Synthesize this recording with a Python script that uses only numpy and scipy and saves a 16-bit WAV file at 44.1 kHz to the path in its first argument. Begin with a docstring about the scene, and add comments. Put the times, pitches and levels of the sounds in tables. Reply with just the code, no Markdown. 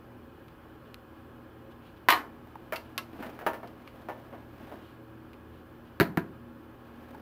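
"""A small, quiet room, close on a hard table: a crocodile clip is worked onto a battery and snaps shut,
its jaws chattering. A pocket media player is nudged and slid into place, its case rocking from edge
to edge; then its button is pressed and released, thumping the table top. Each contact is a sharp pulse
with reflections, and the struck objects ring. Behind it a clock ticks faintly and a fan hums.
The small microphone is dull near 8 kHz and has a bright peak above that."""
import sys
import numpy as np
from scipy import signal
from scipy.fft import rfft, irfft, next_fast_len
from scipy.io import wavfile
from scipy.ndimage import map_coordinates

SR = 44100
rng = np.random.default_rng(int(sys.argv[2]) if len(sys.argv) > 2 else 0)


def master_out(mix):
    """Clip the mix to full scale and print it as 16-bit PCM to the path in sys.argv[1]."""
    frames = np.transpose(np.atleast_2d(mix))
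    ceiling = np.clip(frames, -1, 1)
    pcm = np.round(ceiling * 32767).astype(np.int16)
    wavfile.write(sys.argv[1], SR, pcm)


N = 317961


def amp(db):
    """Decibels to gain."""
    return 10 ** (np.asarray(db) / 20)


def unit(x):
    """Scale to rms 1."""
    return x / np.sqrt(np.mean(x ** 2) + 1e-20)


def along(points, hz):
    """Read a breakpoint curve on a log frequency axis."""
    f, v = np.transpose(points)
    return np.interp(np.log(hz + 1), np.log(f + 1), v)


def wobble(rate):
    """Smooth random modulation, rate knots a second."""
    knots = rng.standard_normal(int(N * rate / SR) + 4)
    return map_coordinates(knots, [np.arange(N) * rate / SR])


def filtered(x, response):
    """Zero-phase EQ; response gives the gain at each frequency."""
    size = next_fast_len(N + SR // 2)
    return irfft(rfft(x, size) * response(np.fft.rfftfreq(size, 1 / SR)), size)[:N]


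def transient(colour, tilt, pitch_hz, spot_db, size=4096):
    """The shortest pulse with this colour, tilt and resonance, peak 1."""
    hz = np.fft.rfftfreq(size, 1 / SR)
    octaves = np.log2(np.clip(hz, 200, 8000))
    resonance_db = spot_db / (1 + ((hz - pitch_hz) / (.13 * pitch_hz)) ** 2)
    spectrum_db = along(colour, hz) + tilt * octaves + resonance_db
    cepstrum = irfft(np.log(amp(spectrum_db)))
    cepstrum[1:size // 2] *= 2  # fold to minimum phase for a hard attack
    cepstrum[size // 2 + 1:] = 0
    pulse = irfft(np.exp(rfft(cepstrum)))
    return pulse / np.abs(pulse).max()


# the room's decay: f/Hz, t60/s
ROOM_DECAY = [(150, 0.67), (400, 0.47), (1000, 0.35), (2800, .21), (7000, 0.25), (15000, 0.24)]
def room_tail(near_db, near_t60):
    """Fast, sparse reflections off things on the table merge into the walls' reverb; energy 1."""
    hz, t, noise = signal.stft(rng.standard_normal(SR // 2), SR, nperseg=256)
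    decay = amp(-60 * t / along(ROOM_DECAY, hz)[:, None])
    walls = signal.istft(noise * decay, SR, nperseg=256)[1][:SR // 2]
    t = np.arange(len(walls)) / SR
    echoes = unit(rng.standard_normal(len(t)) * (rng.random(len(t)) < .06))
    near = echoes * amp(near_db - 60 * t / near_t60)
    tail = (walls + near) * (1 - np.exp(-(t / 0.00051) ** 2))
    return tail / np.linalg.norm(tail)


def contacts(hits, colour, modes=(), *, spot_hz, spot_db, near_db, near_t60, spot_rise=0, ring_db=0):
    """Each hit (t/s, level/dB, tilt/(dB/oct), reverb/dB) is a pulse, its reflections and any ringing."""
    out, t = np.zeros(N + SR), np.arange(SR // 2) / SR
    attack = 1 - np.exp(-t / 0.0005)
    for s, db, tilt, reverb_db in hits:
        # a brighter contact strikes a stiffer spot, which answers at a higher pitch
        pitch_hz = spot_hz * 2 ** (spot_rise * tilt)
        paths = amp(reverb_db) * room_tail(near_db, near_t60)
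        paths[0] += 1  # direct sound
        hit = signal.fftconvolve(paths, transient(colour, tilt, pitch_hz, spot_db))[:len(t)]
        for hz, level_db, t60 in modes:
            # soft contacts miss the higher modes; dry ones barely ring at all
            strength_db = ring_db + level_db + reverb_db + min(tilt, 0) * np.log2(hz / modes[0][0])
            envelope = amp(strength_db + 2 * rng.standard_normal() - 60 * t / t60) * attack
            hit += envelope * np.sin(2 * np.pi * (hz * t + rng.random()))
        out[round(s * SR):][:len(t)] += amp(db) * hit
    return out[:N]


def noise_swells(swells, colour, grain_db):
    """Grainy, coloured noise that swells and fades in bell shapes."""
    t = np.arange(N) / SR
    envelope = sum(amp(db) * np.exp(-((t - s) / half_width) ** 2) for s, half_width, db in swells)
    grains = rng.standard_normal(N) * amp(grain_db * wobble(120))
    return envelope * unit(filtered(grains, lambda hz: amp(along(colour, hz))))


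# jaws strike battery and table: t/s, level/dB, tilt/(dB/oct), bounce gap/s
JAW_STRIKES = [(2.0868, -3, -0.2, .0044), (2.1039, -4.5, 3.6, .0047), (2.1251, -8, -0.85, .0063)]
# tone of the snap: f/Hz, level/dB
JAW_EQ = [(60, -65), (130, -35), (300, -9), (400, -9.5), (520, -14.5), (700, -6.5), (1020, -3), (1500, -9),
          (2000, -4), (3000, -14), (4300, -17.5), (6400, -30), (8500, -33), (14000, -21.5), (15500, -33.5)]
# jaws, battery and table ring together: f/Hz, level/dB, t60/s
JAW_RING = [(684, -4, 0.13), (760, -6, 0.25), (966, 4.5, 0.15), (1032, -4, 0.22), (1088, 1, 0.25),
            (1216, -0.5, 0.2), (1470, -26, .18), (1507, 3.5, 0.27), (1463, -15, 0.16), (1740, -8, 0.32),
            (1860, 0.5, 0.17), (2700, -7, 0.13), (2995, -6, 0.21), (2950, -31, .13), (3460, -12, 0.15),
            (4143, -7, 0.13), (4630, -29, 0.12)]
def crocodile_clip(bounces=3, drop_db=8, loss_db=2, strike_reverb_db=1.5, bounce_reverb_db=1):
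    """The sprung jaws snap shut; every strike chatters in a few fading bounces."""
    hits = []
    for s, db, tilt, gap in JAW_STRIKES:
        hits.append((s, db, tilt, strike_reverb_db))
        for k in range(bounces):
            hits.append((s + (k + 1) * gap, db - drop_db - k * loss_db, tilt, bounce_reverb_db))
    return contacts(hits, JAW_EQ, JAW_RING, ring_db=-27,
                    spot_hz=1610, spot_rise=0.29, spot_db=4.5, near_db=9.5, near_t60=0.063)


# press, then release: t/s, level/dB, tilt/(dB/oct), travel to the stop/s
BUTTON_MOVES = [(6.001, -7, 1.7, .0085), (6.1732, -14, 0.4, 0.000996)]
# the metal dome snaps through only on the way down: t/s, level/dB, tilt/(dB/oct), reverb/dB
DOME_SNAP = [(6.0003, -7, 1, 0)]
# bass-heavy tone of the button: f/Hz, level/dB
BUTTON_EQ = [(35, -38), (70, -18), (160, -3), (390, -1.5), (490, -14.5), (900, -14), (1600, -14.5),
             (2600, -22), (3100, -29.5), (4500, -35), (5400, -40.5), (8300, -46), (14100, -32.5),
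             (15500, -39)]
# the table top's ring: f/Hz, level/dB, t60/s
TABLE_RING = [(161.6, -7.5, 0.13), (267, -24, 0.11), (396, 0, 0.1), (672, -11.5, 0.16), (988, -12, 0.16),
              (1358, -9.5, 0.081), (1650, -4, 0.049)]
def button(stop_boost_db=0.5, reverb_db=-3.5,
           thump_lag_s=0.00123, thump_db=-15, thump_tilt=-4, thump_reverb_db=-2):
    """Both ways, the button clicks and hits its stop, then the finger's weight thumps the table."""
    clicks, thumps = [], []
    for s, db, tilt, travel_s in BUTTON_MOVES:
        stop = s + travel_s
        clicks += [(s, db, tilt, reverb_db), (stop, db + stop_boost_db, tilt, reverb_db)]
        thumps.append((stop + thump_lag_s, thump_db, thump_tilt, thump_reverb_db))
    click = contacts(clicks, BUTTON_EQ, TABLE_RING, ring_db=-11,
                     spot_hz=1510, spot_rise=0.13, spot_db=6.5, near_db=9.5, near_t60=0.1)
    thump = contacts(thumps, BUTTON_EQ, spot_hz=164, spot_db=2, near_db=11, near_t60=0.092)
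    dome = contacts(DOME_SNAP, BUTTON_EQ, spot_hz=4270, spot_db=14.5, near_db=12.5, near_t60=0.099)
    return click + thump + dome


# the player's case lands: t/s, level/dB, tilt/(dB/oct), rocking time/s
CASE_KNOCKS = [(2.724, -18.5, 3, 0.01), (2.98, -35.5, 0.5, .005), (3.19, -36, -5, .018),
               (3.2265, -29, 2, .011), (3.278, -40, -5.5, .015), (3.3907, -32, 2, .021),
               (3.411, -34, -1, 0.01), (3.465, -15.5, 1.5, 0.0047), (3.534, -28.5, 2.6, 0.0099),
               (3.631, -33.5, -1, .012), (4.0869, -26, -0.2, .016), (4.328, -35.5, -1.4, 0.018),
               (4.717, -35, -1, .007)]
# boxy tone of a knock: f/Hz, level/dB
CASE_EQ = [(60, -28), (150, -9.5), (250, 0), (620, 4.5), (1050, -1.5), (1400, -4), (1900, -10.5),
           (2900, -16.5), (3700, -27), (5000, -30.5), (7900, -40.5), (10500, -33), (14300, -28.5),
           (15500, -24.5)]
# the case's ring: f/Hz, level/dB, t60/s
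CASE_RING = [(405, -1, 0.075), (645, 5.5, 0.22), (640, -10, 0.072), (940, 1.5, 0.24), (1010, -17, 0.11),
             (1400, -16, 0.2), (1765, 0, 0.2), (2230, -11, 0.2)]
def player_knocks(rock_drop_db=3, rock_tilt=0.3, knock_reverb_db=6, rock_reverb_db=3):
    """The case lands on one edge, then rocks onto the other: softer, drier and a touch brighter."""
    hits = []
    for s, db, tilt, rock_s in CASE_KNOCKS:
        hits.append((s, db, tilt, knock_reverb_db))
        hits.append((s + rock_s, db - rock_drop_db, tilt + rock_tilt, rock_reverb_db))
    return contacts(hits, CASE_EQ, CASE_RING, ring_db=-28,
                    spot_hz=895, spot_rise=0.41, spot_db=5.5, near_db=8, near_t60=0.13)


# metal jaws, plug and plastic touch: t/s, level/dB, tilt/(dB/oct), reverb/dB
TICK_HITS = [(.483, -43.5, -1, -2), (0.944, -28, 0, -15), (2.7596, -28, 0.7, 8.5), (2.979, -12, 1.6, -4),
             (2.9825, -21, 0, 0.5), (3.675, -40, 1, -1), (3.876, -36, -3.5, 1.5), (5.333, -41.5, -2.3, 0)]
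# crisp tone of a tick: f/Hz, level/dB
TICK_EQ = [(200, -33), (400, -8), (750, -15), (1100, 1.5), (1700, -6), (2700, 2), (3400, -5), (4400, -6),
           (6500, -18.5), (9000, -20.5), (11500, -12.5), (13500, -11.5), (15500, -35)]
# the small parts' ring: f/Hz, level/dB, t60/s
TICK_RING = [(1102, 5, 0.11), (1310, 1, 0.19), (1660, 2, 0.087), (2060, 3, .12), (2530, -15, .1),
             (2730, 4, 0.13)]
def light_ticks():
    """Small plastic and metal parts touch and ring only briefly."""
    return contacts(TICK_HITS, TICK_EQ, TICK_RING, ring_db=-29.5,
                    spot_hz=4050, spot_rise=0.31, spot_db=5, near_db=14, near_t60=0.051)


# the grip shifts: t/s, level/dB
GRIP_HITS = [(2.472, -48), (2.555, -42.5), (7.147, -43.5)]
# hollow tone of a tap: f/Hz, level/dB
GRIP_EQ = [(200, -22), (600, -3), (1000, 5), (1600, -1), (3000, -18.5), (8000, -32), (14000, -20)]
def grip_taps(reverb_db=8):
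    """A shifting grip makes small hollow taps, thickened by very short reflections."""
    hits = [(s, db, 0, reverb_db) for s, db in GRIP_HITS]
    return contacts(hits, GRIP_EQ, spot_hz=870, spot_db=13.5, near_db=27, near_t60=0.018)


# pushes along the table: centre t/s, half width/s, level/dB
SLIDE_STROKES = [(2.9, 0.54, -57), (3.23, 0.072, -47.5), (3.38, 0.18, -54.5), (4.1, 0.54, -54.5),
                 (4.69, .12, -50.5), (7.1, 0.23, -54)]
# dull tone of the scuff: f/Hz, level/dB
SLIDE_EQ = [(130, -14.5), (250, 6.5), (460, -6), (680, -2), (1200, -11.5), (1700, -12.5), (3000, -20),
            (7500, -38), (11000, -34), (15000, -28.5)]
def player_slide():
    """The case sticks and slips on the table as the fingers push it."""
    return noise_swells(SLIDE_STROKES, SLIDE_EQ, grain_db=2.5)


# faint thin rustles: centre t/s, half width/s, level/dB
RUSTLES = [(.72, .07, -77), (1.18, 0.04, -75), (1.722, .016, -63.5), (1.87, .05, -66.5),
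           (1.973, 0.012, -65), (4.87, 0.084, -65.5), (5.57, 0.051, -69.5)]
# thin tone of a rustle or the faraway clock: f/Hz, level/dB
THIN_EQ = [(400, -29), (1500, 1), (2900, 16.5), (4400, 4.5), (6000, -6), (8500, -10), (13000, -1),
           (15500, -56)]
def thin_rustles():
    """Light fingertip brushes, and two smeared ticks of the distant clock at 1.87 and 4.87 s."""
    return noise_swells(RUSTLES, THIN_EQ, grain_db=0.5)


def clock(start_s=.851, steps=7, click_gap_s=.02, db=-59, reverb_db=11):
    """Across the room the second hand steps with a double click, heard mostly as reverb."""
    hits = [(start_s + second + lag, db, 0, reverb_db)
            for second in range(steps) for lag in (0, click_gap_s)]
    return contacts(hits, THIN_EQ, spot_hz=2900, spot_db=4, near_db=-6, near_t60=.08)


# bed of moving air: f/Hz, level/dB
AIR_EQ = [(20, -25), (45, -6), (100, -7), (200, -7), (300, -4), (420, -8.5), (760, -16.5), (1150, -15),
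          (1900, -25.5), (3100, -35.5), (4500, -38.5), (6500, -47), (9000, -46.5), (15000, -36.5)]
# resonances of the fan housing: f/Hz, width/Hz, lift/dB
HOUSING_PEAKS = [(344, 40, 4.5), (424, 24, 4.5), (538.4, 22, 9), (1240, 270, 1.5), (1584, 350, 4.5),
                 (3030, 810, 7.5)]
# fan and mains tones: f/Hz, level/dB
HUM_TONES = [(80.7, -60.5), (118.4, -58.5), (236.9, -57.5), (323.0, -59.5), (872.1, -76.5), (1098, -69)]
# the hum swells as the microphone moves: t/s, gain/dB
HUM_SWELL = [(0, -2), (3.2, -1), (7.2, 0.5)]
def fan(air_db=-52.5, reverb_db=-4, waver_db=2.5, drift_rad=0.95):
    """Air rushes through the resonant housing over slightly unsteady hum tones."""
    def housing_db(hz):
        return sum(db / (1 + (2 * (hz - centre) / width) ** 2) for centre, width, db in HOUSING_PEAKS)

    t = np.arange(N) / SR
    air = filtered(rng.standard_normal(N), lambda hz: amp(along(AIR_EQ, hz) + housing_db(hz)))
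    # reflections off small surfaces comb the upper range into fixed narrow peaks
    upper = filtered(air, lambda hz: hz / np.hypot(hz, 900))
    reflections = signal.fftconvolve(upper, room_tail(near_db=13.5, near_t60=0.054))[:N]
    air = unit(air + amp(reverb_db) * reflections)
    hum = np.zeros(N)
    for hz, db in HUM_TONES:
        waver = amp(waver_db * wobble(8))
        phase = 2 * np.pi * hz * t + drift_rad * wobble(9.8)
        hum += amp(db) * unit(waver * np.sin(phase))
    swell = amp(np.interp(t, *np.transpose(HUM_SWELL)))
    return amp(air_db + 0.039 * wobble(4)) * air + swell * hum


def scene():
    """The mono mix: close hits and handling over the room's background."""
    hits = crocodile_clip() + player_knocks() + button()
    handling = light_ticks() + grip_taps() + player_slide()
    return (hits + handling + thin_rustles() + clock() + fan())[None]


def record(dry):
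    """A steep low-pass cuts everything above the microphone's band limit."""
    top_hz = 15550
    return np.array([filtered(x, lambda hz: 1 / np.sqrt(1 + (hz / top_hz) ** 200)) for x in dry])


dry = scene()
out = record(dry)
master_out(out)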